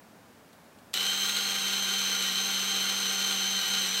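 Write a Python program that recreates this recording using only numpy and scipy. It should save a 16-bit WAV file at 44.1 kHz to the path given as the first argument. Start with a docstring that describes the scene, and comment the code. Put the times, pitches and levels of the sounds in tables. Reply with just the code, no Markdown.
"""A quiet room, where a film camera on a table rewinds its film. A finger presses the button, the drive
clicks in, and a small motor runs at about 193 turns a second. Its pinion whines against a wheel; the
teeth rattle through the plastic body and now and then catch with a tick. The film hisses thinly as it
starts to move."""
import sys
import numpy as np
from scipy import signal
from scipy.fft import rfft, irfft, next_fast_len
from scipy.io import wavfile
from scipy.ndimage import map_coordinates

SR = 44100
rng = np.random.default_rng(int(sys.argv[2]) if len(sys.argv) > 2 else 0)


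def wrap_up_sound(samples):
    """Save the sound to the file named by the first command line argument, as 16-bit audio."""
    columns = np.atleast_2d(samples).T
    # keep every value between -1 and 1, then stretch to whole-number steps
    tamed = np.clip(columns, -1, 1)
    steps = np.round(tamed * 32767).astype(np.int16)
    wavfile.write(sys.argv[1], SR, steps)


N = 176400
PINION_TEETH, WHEEL_TEETH = 16, 35


def amp(db):
    return 10 ** (np.asarray(db) / 20)


def unit(x):
    """Scale to rms 1."""
    return x / np.sqrt(np.mean(x ** 2) + 1e-20)


def curve(rows):
    """An automation line through (t/s, value) points."""
    return np.interp(np.arange(N) / SR, *np.transpose(rows))


def wobble(rate):
    """A smooth random curve, rate knots a second."""
    return map_coordinates(rng.standard_normal(N // 20), [np.arange(N) * rate / SR], mode="wrap")


def coloured(x, points):
    """Minimum-phase EQ of unit energy through (f/Hz, level/dB) points."""
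    size = 2 * next_fast_len(N // 2 + SR // 10)
    hz, db = np.transpose(points)
    gain = amp(np.interp(np.log(np.fft.rfftfreq(size, 1 / SR) + 1), np.log(hz), db))
    cepstrum = irfft(np.log(unit(gain)))
    cepstrum[1:size // 2] *= 2
    cepstrum[size // 2 + 1:] = 0
    return irfft(rfft(x, size) * np.exp(rfft(cepstrum)), size)[:N]


def bursts(rows, decay_s):
    """A fast-dying burst of tiny contacts for each (t/s, level/dB) cue."""
    t = np.arange(N) / SR
    level = sum(amp(db) * (t >= s) * np.exp(-np.abs(t - s) / decay_s) for s, db in rows)
    return level * rng.standard_normal(N)


def partial(cycles, waver_db, waver_hz, drift_rad):
    """A sine of rms 1 whose level and phase waver."""
    phase = 2 * np.pi * (cycles + rng.random()) + drift_rad * wobble(waver_hz)
    return unit(np.sin(phase) * amp(waver_db * wobble(waver_hz)))


# Dark EQ of the room tone: f/Hz, level/dB
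ROOM_EQ = [(15, -70), (25, -47), (82, -13.5), (140, -13.5), (188, -8.5), (246, -7), (340, -14), (703, -13),
           (1340, -19), (1660, -18.5), (2060, -24), (2230, -22.5), (2700, -26.5), (15500, -35.5)]
def room_tone(level_db=-55):
    """A quiet, steady rush under everything."""
    return amp(level_db) * coloured(rng.standard_normal(N), ROOM_EQ)


def reflections(x, wet_db=-9, t60_s=0.16):
    """The table and nearby things add a short tail to the direct sound."""
    t = np.arange(SR // 4) / SR
    tail = rng.standard_normal(len(t)) * amp(-60 * t / t60_s)
    return x + amp(wet_db) * signal.fftconvolve(x, tail / np.linalg.norm(tail))[:N]


# Swell and fade of the film hiss: t/s, level/dB
HISS_LEVEL = [(.94, -55), (1.25, -42), (1.42, -50), (1.5, -58), (2, -68)]
# Its airy peaks: f/Hz, level/dB
HISS_EQ = [(100, -50), (6000, -35), (7300, -20), (7750, 9), (8400, -23), (9900, -6), (11000, -22),
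           (12750, -21), (13300, -13), (14100, 0), (14900, -14), (15600, -4)]
def film_hiss():
    """A thin hiss as the film starts to move."""
    return amp(curve(HISS_LEVEL)) * coloured(rng.standard_normal(N), HISS_EQ)


# The finger shifts on the body: t/s, level/dB
TOUCHES = [(.53, -56), (.787, -58)]
# The drive engages: t/s, level/dB
CLICKS = [(.9335, -38), (.9352, -44), (.9394, -23.5), (.9412, -27)]
# Crisp EQ of both: f/Hz, level/dB
BUTTON_EQ = [(100, -28), (1500, -14), (3000, -3), (4200, -4), (5500, -11), (8000, -9), (11000, -18),
             (15000, -15)]
def button():
    """Faint touches of the finger, then the click of the drive engaging."""
    return coloured(bursts(TOUCHES, decay_s=0.008) + bursts(CLICKS, decay_s=0.0027), BUTTON_EQ)


# Cues where the teeth catch: t/s, level/dB
TICKS = [(1.066, -25), (1.236, -38), (1.294, -22), (1.370, -22), (1.682, -22.5), (1.983, -25), (2.150, -24),
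         (2.2245, -19.5), (2.385, -22), (2.70, -27), (3.003, -22), (3.324, -23), (3.646, -33), (3.737, -23),
         (3.785, -25), (3.944, -25)]
# Bright snap of a tick: f/Hz, level/dB
TICK_EQ = [(100, -46), (1500, -7.5), (3000, -3), (4200, 7.5), (5000, -12.5), (8500, -10), (10500, -16.5),
           (12000, -15), (15500, -29)]
def tooth_ticks():
    """Now and then the teeth catch with a sharp tick."""
    return coloured(bursts(TICKS, decay_s=0.0025), TICK_EQ)


# Rings of the casing: f/Hz, level/dB relative to the direct sound
CASE_MODES = [(786, 5), (1421, 3.5), (1558, 3.5), (1770, -12), (1910, -1), (2285, -6), (2770, -4),
              (2865, -7), (2968, -28), (3538, -12), (4129, -10)]
def casing(x, width_hz=18):
    """Narrow resonances ring on after whatever shakes the body."""
    f = np.fft.rfftfreq(2 * N, 1 / SR)
    ring = sum(amp(db) * f * width_hz / (hz * hz - f * f + 1j * f * width_hz) for hz, db in CASE_MODES)
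    return irfft(rfft(x, 2 * N) * (1 + 1j * ring))[:N]


# Fader ride of the hum, before trim: t/s, level/dB
HUM_LEVEL = [(0.95, -56.5), (1.05, -51.5), (1.97, -47.5), (2.19, -48), (3.57, -47), (3.67, -59),
             (3.71, -45.5), (4.0, -50.5)]
def shaft_hum(motor, trim_db=0.5):
    """The shaft hums at one cycle per turn."""
    return amp(curve(HUM_LEVEL) + trim_db) * partial(motor, waver_db=0.6, waver_hz=8.2, drift_rad=0.03)


# Overtones of the motor's turn: harmonic number, level/dB
MOTOR_PARTIALS = [(4, -60), (8, -61.5), (9, -65), (13, -55.5), (17, -56), (20, -50), (21, -48.5), (31, -58),
                  (33, -53), (40, -59), (60, -59)]
# Overtones of the wheel's turn: harmonic number, level/dB
WHEEL_PARTIALS = [(16, -59.5), (43, -49.5), (44, -49), (47, -47.5), (48, -48), (49, -51), (68, -56),
                  (69, -45.5), (96, -52)]
def uneven_teeth(motor, wheel):
    """Uneven teeth add weak partials that swell as they cross the casing's rings."""
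    tones = sum(amp(db) * partial(harmonic * shaft, waver_db=2.5, waver_hz=25, drift_rad=0.27)
                for shaft, rows in ((motor, MOTOR_PARTIALS), (wheel, WHEEL_PARTIALS))
                for harmonic, db in rows)
    return casing(tones)


# Plastic colour of the camera body: f/Hz, level/dB
BODY_EQ = [(50, -39), (150, -27.5), (290, -25), (380, -12.5), (600, -22), (1000, -16), (1480, -12.5),
           (1750, -15.5), (2350, -10), (2550, -14), (2950, -7.5), (3250, -5.5), (3550, -12), (3850, -5.5),
           (4260, -3), (4600, -17), (5300, -14), (5800, -15.5), (6200, -15), (6700, -16.5), (7800, -18.5),
           (8500, -16.5), (9000, -26), (10000, -26), (10800, -30.5), (11650, -19.5), (12400, -21.5),
           (13300, -26.5), (15700, -28.5)]
def gear_rattle(motor, wheel, strike_db=-34, scrape_db=-37, scatter_db=5, jitter_s=0.00015):
    """Each tooth strikes with its own force over a sliding scrape; both ring the body."""
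    contacts = np.flatnonzero(np.diff(np.floor(PINION_TEETH * motor)))
    size, late, side = rng.standard_normal((N // 10, 3))[:len(contacts)].T
    onsets = np.clip(contacts + late * jitter_s * SR, 0, N - 1).astype(int)
    force = amp(scatter_db * np.minimum(size, 2.3))
    strikes = unit(np.bincount(onsets, force * np.sign(side), N))
    grit = amp(strike_db) * strikes + amp(scrape_db) * rng.standard_normal(N)
    # The load swells slightly with each gear's turn and surges at random.
    load_db = -0.05 * np.sin(2 * np.pi * motor) + 0.36 * np.sin(2 * np.pi * wheel) + 0.68 * wobble(110)
    return casing(coloured(grit * amp(load_db), BODY_EQ))


# Fader ride of the mesh tone, before trim and sway: t/s, level/dB
MESH_LEVEL = [(0.95, -39), (0.97, -36.5), (1.11, -32.5), (1.16, -39.5), (1.22, -30), (1.31, -45.5),
              (1.35, -33), (1.38, -53), (1.41, -35), (1.46, -48), (1.5, -34), (1.55, -46), (1.58, -38),
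              (2.21, -36.5), (2.33, -39.5), (2.38, -33), (2.46, -41.5), (2.51, -38.5), (3.82, -35.5),
              (3.9, -43.5), (3.97, -35.5), (4.0, -37)]
# Fader ride of its octave: t/s, level/dB
OCTAVE_LEVEL = [(0.95, -61), (1.07, -39), (1.59, -40.5), (2.16, -36.5), (2.35, -42), (2.39, -35),
                (2.44, -38), (3.57, -37), (3.63, -44), (3.68, -36.5), (3.99, -37.5), (4.0, -40)]
def gear_whine(motor, wheel, trim_db=0.5, top_db=-55):
    """Meshing teeth sing a tone that sways with both gears, topped by two rougher octaves."""
    teeth = PINION_TEETH * motor
    sway = 1 + 0.18 * np.sin(2 * np.pi * wheel) + 0.2 * np.sin(2 * np.pi * motor)
    mesh = partial(teeth, waver_db=1.3, waver_hz=46, drift_rad=0.17) * sway
    octave = partial(2 * teeth, waver_db=1.8, waver_hz=110, drift_rad=0.38)
    top = partial(4 * teeth, waver_db=6.5, waver_hz=290, drift_rad=1.0)
    return amp(curve(MESH_LEVEL) + trim_db) * mesh + amp(curve(OCTAVE_LEVEL)) * octave + amp(top_db) * top


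# Turning rate of the motor: t/s, f/Hz
MOTOR_SPEED = [(0.94, 187.0), (1.03, 191.2), (1.17, 196.7), (1.23, 194.9), (1.32, 198.1), (1.56, 196.4),
               (1.63, 193.3), (1.68, 195.3), (1.73, 192.6), (1.82, 196.2), (1.87, 192.3), (1.93, 195.5),
               (2.32, 190.5), (2.4, 193.4), (2.47, 197.4), (2.53, 193.6), (2.66, 191.6), (2.69, 195.0),
               (2.75, 195.3), (2.81, 191.5), (2.87, 193.5), (3.0, 194.5), (3.07, 190.3), (3.13, 194.3),
               (3.19, 192.5), (3.27, 194.9), (3.44, 191.9), (3.53, 194.3), (3.65, 188.7), (3.71, 193.6),
               (3.78, 194.9), (3.88, 188.7), (3.96, 192.5), (4, 191.5)]
def rewind_drive(start_s=0.938, attack_s=0.015, flutter_depth=0.0035, flutter_hz=45):
    """The motor's speed sets the pitch of every partial and the pace of the rattle."""
    speed = curve(MOTOR_SPEED) * (1 + flutter_depth * wobble(flutter_hz))
    motor = np.cumsum(speed) / SR  # angle in turns
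    wheel = motor * PINION_TEETH / WHEEL_TEETH
    hiss = film_hiss()
    tones = shaft_hum(motor) + gear_whine(motor, wheel) + uneven_teeth(motor, wheel)
    clatter = gear_rattle(motor, wheel) + tooth_ticks()
    fade_in = np.clip((np.arange(N) / SR - start_s) / attack_s, 0, 1)
    return fade_in * (tones + reflections(clatter + hiss))


def scene():
    """The camera close up over room tone, in mono."""
    return (room_tone() + rewind_drive() + button())[None]


def record(dry):
    """A brick-wall high cut on the mix."""
    cutoff_hz = 15780
    return irfft(rfft(dry) * (np.fft.rfftfreq(N, 1 / SR) < cutoff_hz), N)


dry = scene()
out = record(dry)
wrap_up_sound(out)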